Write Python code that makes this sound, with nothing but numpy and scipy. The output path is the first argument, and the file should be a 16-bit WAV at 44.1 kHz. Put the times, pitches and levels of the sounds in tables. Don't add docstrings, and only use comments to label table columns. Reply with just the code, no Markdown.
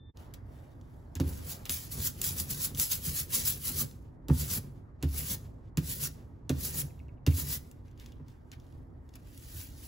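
import sys
import numpy as np
from scipy import signal
from scipy.fft import rfft, irfft, next_fast_len
from scipy.io import wavfile
from scipy.ndimage import uniform_filter1d, minimum_filter1d

SR = 44100
rng = np.random.default_rng(int(sys.argv[2]) if len(sys.argv) > 2 else 0)


def gain_from_decibels(decibels):
    exponent = np.asarray(decibels, float) / 20
    return 10 ** exponent


def dump(signal):
    limited = np.clip(np.atleast_2d(signal).T, -1, 1)
    pcm = np.round(limited * 32767).astype(np.int16)
    wavfile.write(sys.argv[1], SR, pcm)


N = 435266
PADDED = next_fast_len(N)
STEP = 32

# start in seconds, peak level in dB.
LANDINGS = [
    (1.1533, -29),
    (1.2004, -25.5),
    (1.6546, -28.5),
    (1.6951, -16.5),
    (2.748, -29.5),
    (2.7734, -29),
]
# start in seconds, peak level in dB.
DROPS = [
    (4.2839, -31),
    (5.0265, -26),
    (5.7724, -20.5),
    (6.4943, -21.5),
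    (7.2647, -22),
]


def rms_one(x):
    return x / np.sqrt(np.mean(x ** 2) + 1e-20)


def in_time(rows):
    s, *columns = np.transpose(rows)
    return [np.interp(np.arange(N) / SR, s, column) for column in columns]


def at_hz(points, hz):
    table_hz, values = np.array(points).T
    return np.interp(np.log(hz), np.log(table_hz), values)


def filtered(x, response):
    hz = np.maximum(np.fft.rfftfreq(PADDED, 1 / SR), 1)
    return irfft(rfft(x, PADDED) * response(hz), PADDED)[..., :N]


def coloured(x, spectrum):
    return rms_one(filtered(x, lambda hz: gain_from_decibels(at_hz(spectrum, hz))))


def drift(rate_hz):
    r = np.exp(-40 * np.pi * rate_hz / SR)
    noise = rng.standard_normal(N // 20 + 2002)
    slow = signal.lfilter([1], [1, -2 * r, r * r], noise)[2000:]
    return np.interp(np.arange(N) / 20, np.arange(len(slow)), rms_one(slow))


def patches(shape, size):
    field = uniform_filter1d(rng.standard_normal(shape), size[0], axis=-2)
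    return rms_one(uniform_filter1d(field, size[1], axis=-1))


def ring(clicks, hz, t60_s):
    r, w = gain_from_decibels(-60 / (t60_s * SR)), 2 * np.pi * hz / SR
    return signal.lfilter([0, np.sin(w)], [1, -2 * r * np.cos(w), r * r], clicks + 1e-18)


def clicks_at(times_s, sizes):
    out = np.zeros(N)
    np.add.at(out, (np.asarray(times_s) * SR).astype(int), sizes)
    return out


def swells(rows):
    blunt = 0.1
    t, power = np.arange(0, N, STEP) / SR, 1e-12
    for s, db, rise_s, fall_s in rows:
        away = np.where(t < s, (s - t) / rise_s, (t - s) / fall_s)
        power = power + gain_from_decibels(2 * db - 51.8 * (np.hypot(away, blunt) - blunt))
    return power


def lingering(db, db_per_s):
    ramp = db_per_s * np.arange(0, N, STEP) / SR
    return np.maximum.accumulate(db + ramp) - ramp


def whine():
    # frequency in Hz, rms level in dB.
    whine_tones = [(1771, -88), (3564, -70)]
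    t, out = np.arange(N) / SR, 0
    for hz, db in whine_tones:
        level_db = db + 1.0 + 0.95 * drift(25) + 6.1 * (hz < 2000)
        out = out + gain_from_decibels(level_db) * np.sin(2 * np.pi * hz * t)
    return out * (t < .13)


def room_tone():
    # frequency in Hz, level in dB per Hz.
    air_spectrum = [(15, -49.5), (25, -5.5), (74, -1), (140, -6.5), (192, -21), (248, -12), (604, -31),
                    (644, -40), (924, -31), (1030, -36.5), (1120, -36), (4000, -79.5), (5200, -108),
                    (8800, -120)]
    # time in seconds, level in dB.
    stir_level = [(0, -75), (.13, -68), (.17, -57.5), (1.1, -64), (1.5, -57.5), (3.6, -73.5), (4.1, -65.5),
                  (9.87, -66)]
    air_db = -49.5 - 5.0 + 1.0 * drift(3.3)
    air = gain_from_decibels(air_db) * coloured(rng.standard_normal((2, N)), air_spectrum)
    bustle = 0
    for hz, db in ((650, 8.5), (900, 1.5), (1250, -2.0), (1600, -6), (1850, -6.5), (2100, -10.5)):
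        patch = rms_one(ring(rng.standard_normal((2, N)), hz, 0.0092))
        bustle = bustle + gain_from_decibels(2.5 * drift(4.8) + db) * patch
    low_pass = signal.butter(6, 2300, fs=SR, output="sos")
    return air + gain_from_decibels(in_time(stir_level)[0] - 8.5) * rms_one(signal.sosfilt(low_pass, bustle))


def snaps(t60_s=.012):
    # start in seconds, peak level in dB.
    big_threads = [(0.3384, -35), (2.2157, -14), (2.2411, -16), (2.3793, -27.5), (2.3997, -15.5),
                   (2.5065, -19.5), (2.6422, -28.5), (2.7978, -11), (3.2857, -44.5), (3.3092, -45),
                   (3.3371, -20.5), (3.598, -46), (3.6265, -42), (7.7132, -40), (9.1549, -35),
                   (9.3764, -38)]
    # start in seconds, peak level in dB.
    frame_ticks = [(0.1718, -48.5), (0.8123, -56), (3.912, -48), (6.9928, -61), (7.0821, -67),
                   (7.8815, -60), (7.913, -60), (7.9761, -55), (7.998, -43), (8.0609, -43.5), (8.1207, -52),
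                   (8.2829, -52), (8.302, -59), (8.5163, -41.5), (8.535, -59), (8.5992, -54.5),
                   (8.666, -61), (8.724, -62), (9.091, -55), (9.1384, -49)]
    # frequency in Hz, level in dB, t60 in seconds.
    frame_modes = [(1860, -4.5, .03), (2260, -5.5, .02), (2820, 8.5, .03), (3470, 3.5, 0.056),
                   (3614, 2.5, 0.028), (4686, -9.5, .015), (4815, -4, .015)]
    # start in seconds, peak level in dB, frequency in Hz.
    axle_squeaks = [
        (6.898, -55.5, 2400),
        (6.992, -53, 2550),
        (7.0828, -55, 2550),
        (7.1726, -67, 2660),
        (7.314, -44, 2540),
        (7.881, -66, 2510),
        (8.12, -57, 3310),
    ]
    kinds = (LANDINGS + DROPS, (-8.5, -15.5)), (big_threads, (-17, -14.5)), (frame_ticks, (-3, -17))
    events = [(*row, *colour) for rows, colour in kinds for row in rows]
    s, peak_db, ring_db, sheen_db = np.transpose(events)

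    envelope, t = np.zeros((2, N)), np.arange(SR // 8) / SR
    shape = gain_from_decibels(-60 * t / t60_s) + gain_from_decibels(-12.5 - 11 * t / t60_s)
    for start, db, colour_db in zip((s * SR).astype(int), peak_db, zip(ring_db, sheen_db)):
        envelope[:, start:start + len(t)] += gain_from_decibels(db + np.array(colour_db))[:, None] * shape

    bright = [(3000, -32.0), (6500, -7.5), (10000, -8.5), (16000, -7.5)]
    burst = envelope[1] * coloured(rng.standard_normal((2, N)), bright)
    metallic = [(500, -34), (1500, -12), (3200, -2.0), (6500, -2.5), (10000, -18.0)]
    burst[0] += gain_from_decibels(-9.0) * envelope[0] * coloured(rng.standard_normal(N), metallic)

    luck_db = rng.normal(0, 3.5, (len(s), len(frame_modes)))
    for k, (hz, db, decay_s) in enumerate(frame_modes):
        strikes = clicks_at(s, gain_from_decibels(peak_db + ring_db + db - 27.5 + luck_db[:, k]))
        burst[0] += ring(strikes, hz, decay_s)
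    for spread, late_s in ((0.87, 0.0084), (1.08, .0005), (1.0, 0.0089)):
        for at_s, db, hz in axle_squeaks:
            burst[0] += ring(clicks_at([at_s + late_s], gain_from_decibels(db - 10.0)), hz * spread, 0.027)
    return burst


def rolling():
    # peak in seconds, level in dB, rise and fall in seconds, dull share in dB.
    rustle_rows = [(.2, -67.5, 0.064, 0.2, 4), (.34, -57, 0.0041, 0.03, 4), (.54, -73, 0.17, 0.63, 1.5),
                   (.93, -76.5, 0.25, 0.5, 0), (7.68, -70, .1, .15, -17), (7.86, -80, .06, 0.27, 8),
                   (8.01, -66.5, 0.049, 0.22, 6.5), (8.29, -74, 0.071, 0.16, 6),
                   (8.53, -62, 0.016, 0.034, 15), (8.68, -75.5, .5, 0.37, 2),
                   (9.165, -68.5, .06, 0.025, 13)]
    # peak in seconds, level in dB, rise and fall in seconds per 20 dB.
    grip_rows = [(1.29, -51.5, 0.12, .5), (1.51, -40.5, 0.085, .08), (1.71, -36, 0.025, .2),
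                 (1.92, -42.5, 0.022, .08), (2.07, -30.5, 0.12, .04), (2.2, -51.5, 0.095, .03),
                 (2.245, -33.5, 0.043, .17), (2.395, -34, .05, .07), (2.513, -35.5, 0.046, .06),
                 (2.65, -32.5, .14, .055), (2.81, -28.5, .05, .1), (2.92, -30, 0.04, .08),
                 (3.07, -36.5, 0.086, .12), (3.195, -30.5, 0.11, .05), (3.347, -27, 0.051, .11),
                 (3.478, -29.5, 0.058, .1), (3.68, -34.5, 0.093, .1), (3.815, -32, 0.14, .04)]
    # peak in seconds, level in dB.
    first_turns = [
        (4.412, -37),
        (5.189, -37.5),
        (5.917, -37),
        (6.66, -36),
        (7.394, -36.5),
    ]
    # peak in seconds, level in dB, seconds until lift-off.
    second_turns = [
        (4.542, -33.5, 0.039),
        (5.32, -35, 0.028),
        (6.048, -35, 0.026),
        (6.799, -33.5, 0.016),
        (7.527, -35, 0.046),
    ]
    # peak in seconds, level in dB, rise and fall in seconds per 20 dB.
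    strip_rows = [
        (9.38, -63, 0.27, .2),
        (9.6, -50, 0.36, .19),
        (9.87, -53, 0.24, .1),
    ]
    # start in seconds, level in dB.
    sway_rows = [
        (1.2, -41),
        (4.3, -41),
        (5.04, -38.5),
        (5.77, -50),
        (6.5, -48.5),
        (7.27, -45),
    ]
    t, slab = np.arange(0, N, STEP) / SR, swells(grip_rows)
    for (drop_s, _), (s, db), (s2, db2, hold_s) in zip(DROPS, first_turns, second_turns):
        turns = swells([(s, db, .11, 0.092), (s2, db2, 0.13, 0.11)])
        lift_db = -904.5 * np.clip(t - s2 - hold_s, 0, None)
        slab = slab + turns * (t > drop_s) * gain_from_decibels(2 * lift_db)
    ink = slab + swells(strip_rows)
    ink_db = 10 * np.log10(ink)

    fading_tail = gain_from_decibels(2 * lingering(ink_db - 21, 115))
    rustles = [swells([row[:-1]]) for row in rustle_rows]
    scuffs = swells([(s + .007, db - 25, .004, 0.036) for s, db in LANDINGS + DROPS])
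    power = ink + fading_tail + sum(rustles) + scuffs
    dull = ink * (-13 - 0.2677 * (ink_db + 29.5))
    dull = dull + fading_tail * -10.5 + scuffs * 6.5
    dull = dull + sum(rustle * row[-1] for rustle, row in zip(rustles, rustle_rows))

    touching_db = np.where(slab > 1e-6, -44, -95)
    after = swells([(s + .15, db, 0.22, 0.2) for s, db in sway_rows])
    shake = gain_from_decibels(2 * lingering(touching_db, 51)) + after
    swaying = swells([(s + 0.065, db, 0.1, 0.22) for s, db in sway_rows])
    controls = 10 * np.log10(power), dull / power, 10 * np.log10(shake), 10 * np.log10(swaying)
    return in_time(np.column_stack([t, *controls]))


def tacky(x, ridge_db):
    cells = signal.stft(x, nperseg=1024)[2]
    cells = cells * gain_from_decibels(ridge_db * patches(cells.shape[1:], size=(3, 4)))
    return rms_one(signal.istft(cells, nperseg=1024)[1][:, :N])


def rasp(rasp_db, dull_db):
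    # frequency in Hz, level in dB per Hz.
    thread_spectrum = [(700, -24), (1500, -16), (2500, -16), (4000, -8), (6500, -4), (9000, -1), (11500, 2),
                       (13500, -0.5), (15500, 2.5)]
    sizes = gain_from_decibels(2.2 * np.minimum(rng.exponential(1, (2, N)), 5)) * rng.choice([-1, 1], (2, N))
    breaking = rng.random((2, N)) < 14000 / SR
    breaks = sizes * breaking * gain_from_decibels(1.0 * drift(150) + 1.0 * drift(30))
    threads, out = tacky(coloured(breaks, thread_spectrum), ridge_db=2.5), 0
    faint = np.clip((-51.0 - rasp_db) / 20, 0, 1)
    for octave in np.arange(0, 5.5, .75):
        band = filtered(threads, lambda hz: np.clip(1 - abs(np.log2(hz / 500) - octave) / .75, 0, 1))
        tilt = np.clip((3.6 - octave) / 1.34, 0, 1)
        fill_db = tilt * (np.clip(dull_db, -25, 12) + 17)
        sheen_db = -7 * faint * max(octave - 4, 0)
        out = out + band * gain_from_decibels(fill_db + sheen_db + 1.0 * drift(14))
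    return gain_from_decibels(rasp_db - 1.0) * out


def thuds(swell_cycles=0.87):
    # start in seconds, first mode level in dB,
    # second mode and knock levels in dB against the first.
    thud_rows = [(1.153, -33, -10, -19), (1.1984, -23, -4, -10), (1.691, -40, -10, -15.5),
                 (2.3, -37, -3, -17), (2.4, -34.5, -3.5, -20), (3.069, -36, 4.5, -17),
                 (3.7, -36.5, -14.5, -17), (4.285, -41, 3.5, -1), (4.299, -22, 4, -11.5),
                 (5.026, -30.5, 4, -10), (5.041, -27.5, -8, -18.5), (5.772, -30.5, 8, -10),
                 (6.497, -26.5, 5, -6.5), (6.824, -38, 8.5, -15.5), (7.268, -16.5, -3, -18),
                 (7.375, -39.5, -20, -12), (8.197, -45, 2, -11), (9.538, -39, -7, -25)]
    # frequency in Hz, t60 in seconds.
    slab_modes = [(88, 0.23), (150, 0.12), (270, 0.15), (372, 0.11), (500, .12), (1000, 0.059)]
    out, t = np.zeros(N + SR), np.arange(SR // 2) / SR
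    chance = rng.random((len(thud_rows), len(slab_modes), 2))
    for (s, peak_db, second_db, knock_db), luck in zip(thud_rows, chance):
        mode_db = 0, second_db, knock_db + 6.5, knock_db
        for k, (hz, t60_s) in enumerate(slab_modes):
            hz = hz * (1 + 0.09 * (luck[k, 1] - .5))
            rise = (1 - np.exp(-t * hz / swell_cycles)) ** 2
            upper = np.sin(2 * np.pi * (hz * 1.08 * t + luck[k, 0]))
            pair = np.sin(2 * np.pi * hz * .95 * t) + 0.53 * gain_from_decibels(-90 * t) * upper
            level_db = peak_db + mode_db[min(k, 3)] - 6.8 * max(k - 3, 0)
            out[int(s * SR):][:len(t)] += gain_from_decibels(level_db - 60 * t / t60_s) * rise * pair
    s, peak_db, _, knock_db = np.transpose(thud_rows)
    clicks = clicks_at(s, gain_from_decibels(peak_db + knock_db - 10))
    knock = signal.lfilter([1], [1, -gain_from_decibels(-60 / (.07 * SR))], clicks)
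    woody = [(250, -20.0), (550, 1.5), (900, 0), (1500, -1.5), (3500, -28.5), (9000, -46.0)]
    return out[:N] + knock * coloured(rng.standard_normal(N), woody)


def rumble(rumble_db):
    # frequency in Hz, width in Hz, level in dB.
    resonances = [(72.4, 54.6, 0.5), (107, 27, -1), (144.1, 13, -3.5), (267, 56, -11.5), (358, 43, -15.5),
                  (560, 47, -24.5)]
    shake, out = rng.standard_normal(N) * gain_from_decibels(3.8 * drift(10.4)), 0
    for k, (hz, width_hz, db) in enumerate(resonances):
        r, w = np.exp(-np.pi * width_hz / SR), 2 * np.pi * hz / SR
        mode = signal.lfilter([1, 0, -1], [1, -2 * r * np.cos(w), r * r], shake)
        out = out + (-1) ** k * gain_from_decibels(db) * rms_one(mode)
    return gain_from_decibels(rumble_db - 4.5) * rms_one(out)


def sway(sway_db):
    hz = 72 * (1 + .06 * drift(5))
    return gain_from_decibels(sway_db + 2) * np.sin(2 * np.pi * np.cumsum(hz) / SR)


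def studio(x, t60_s=0.25):
    t = np.arange(SR // 2) / SR
    tail = rng.standard_normal((2, len(t))) * gain_from_decibels(-60 * t / t60_s) * (t > .006)
    tail = signal.lfilter([.5], [1, -.5], tail)
    return signal.fftconvolve(x[None], tail / np.sqrt(np.sum(tail[0] ** 2)), axes=1)[:, :N]


def ports(pair):
    # frequency in Hz, left lead in rad.
    port_phase = [(700, 0), (1400, 2.0), (2900, 0), (7600, -.3), (8400, -2.9), (9550, -3.3), (10200, -5.9),
                  (12300, -6.6), (12800, -9.2), (13700, -9.6), (14300, -12.3), (16000, -12.7)]
    # frequency in Hz, left minus right in dB.
    port_lean = [(60, -0.5), (250, -2.5), (600, -1.6), (2500, 1.5), (8000, 0.5)]
    # frequency in Hz, likeness 0 to 1.
    port_likeness = [(60, 0.93), (150, 0.97), (300, 0.48), (640, 0.042), (1400, 0.31), (2500, 0.07),
                     (4000, 0.46), (7000, 0.75), (15000, 0.55)]

    def port(sign):
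        def response(hz):
            phase = np.exp(.5j * sign * at_hz(port_phase, hz))
            turn = phase * gain_from_decibels(sign * at_hz(port_lean, hz) / 2) / np.sqrt(2)
            alike = np.clip(at_hz(port_likeness, hz), 0, 1)
            return turn * np.sqrt([1 + alike, 1 - alike]) * [[1], [sign]]
        return filtered(pair, response).sum(axis=0)
    return np.array([port(0.92), port(-0.99)])


def scene():
    # time in seconds, level in dB.
    edit_fade = [(0, 4.5), (.02, 3), (.1, 6.5), (.128, -32), (.15, 2), (.17, 7)]
    rasp_db, dull_db, rumble_db, sway_db = rolling()
    bright = rasp(rasp_db, dull_db) + snaps()
    rumble_db = rumble_db + 0.22 * (np.clip(rasp_db, -60, -30) + 36.5)
    table = thuds()
    shaken = np.array([rumble(rumble_db), rumble(rumble_db)])
    wet = gain_from_decibels(-16.0) * studio(bright[0] + table)
    shared = (table + whine() + sway(sway_db)) * [[1], [0]]
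    heard = ports(bright + shared + shaken + wet + room_tone())
    return heard * gain_from_decibels(in_time(edit_fade)[0])


def starved(pair):
    mid, side = (pair[0] + pair[1]) / 2, (pair[0] - pair[1]) / 2
    hz, _, cells = signal.stft(mid, SR, nperseg=2048, noverlap=1536)
    power, middle = abs(cells) ** 2, (hz > 700) & (hz < 4600)
    busy = power[hz > 4600].sum(axis=0) > 1.5 * power[middle].sum(axis=0)
    dropped = (patches(cells.shape, size=(5, 8)) > 1.3) & busy & middle[:, None]
    cancelled = (hz > 12750) & (hz < 13750) | (hz > 8350) & (hz < 9500)
    dropped |= cancelled[:, None] & (patches(cells.shape, size=(60, 7)) > -.6)
    treble = power[hz > 2500].sum(axis=0)
    dropped &= treble < 30 * minimum_filter1d(treble, size=5, origin=2)
    cells = cells * np.where(dropped, .02, 1)
    mid = signal.istft(cells, nperseg=2048, noverlap=1536)[1][:N]
    return np.array([mid + side, mid - side])


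def band_limit(x):
    return signal.sosfilt(signal.butter(12, 17030, fs=SR, output="sos"), x)


def record(dry):
    dry = signal.sosfilt(signal.butter(2, 40, "high", fs=SR, output="sos"), dry)
    dry = signal.sosfilt(signal.ellip(10, .5, 58, 15750, fs=SR, output="sos"), dry)
    mix = starved(dry)
    return band_limit(mix)


dry = scene()
out = record(dry)
dump(out)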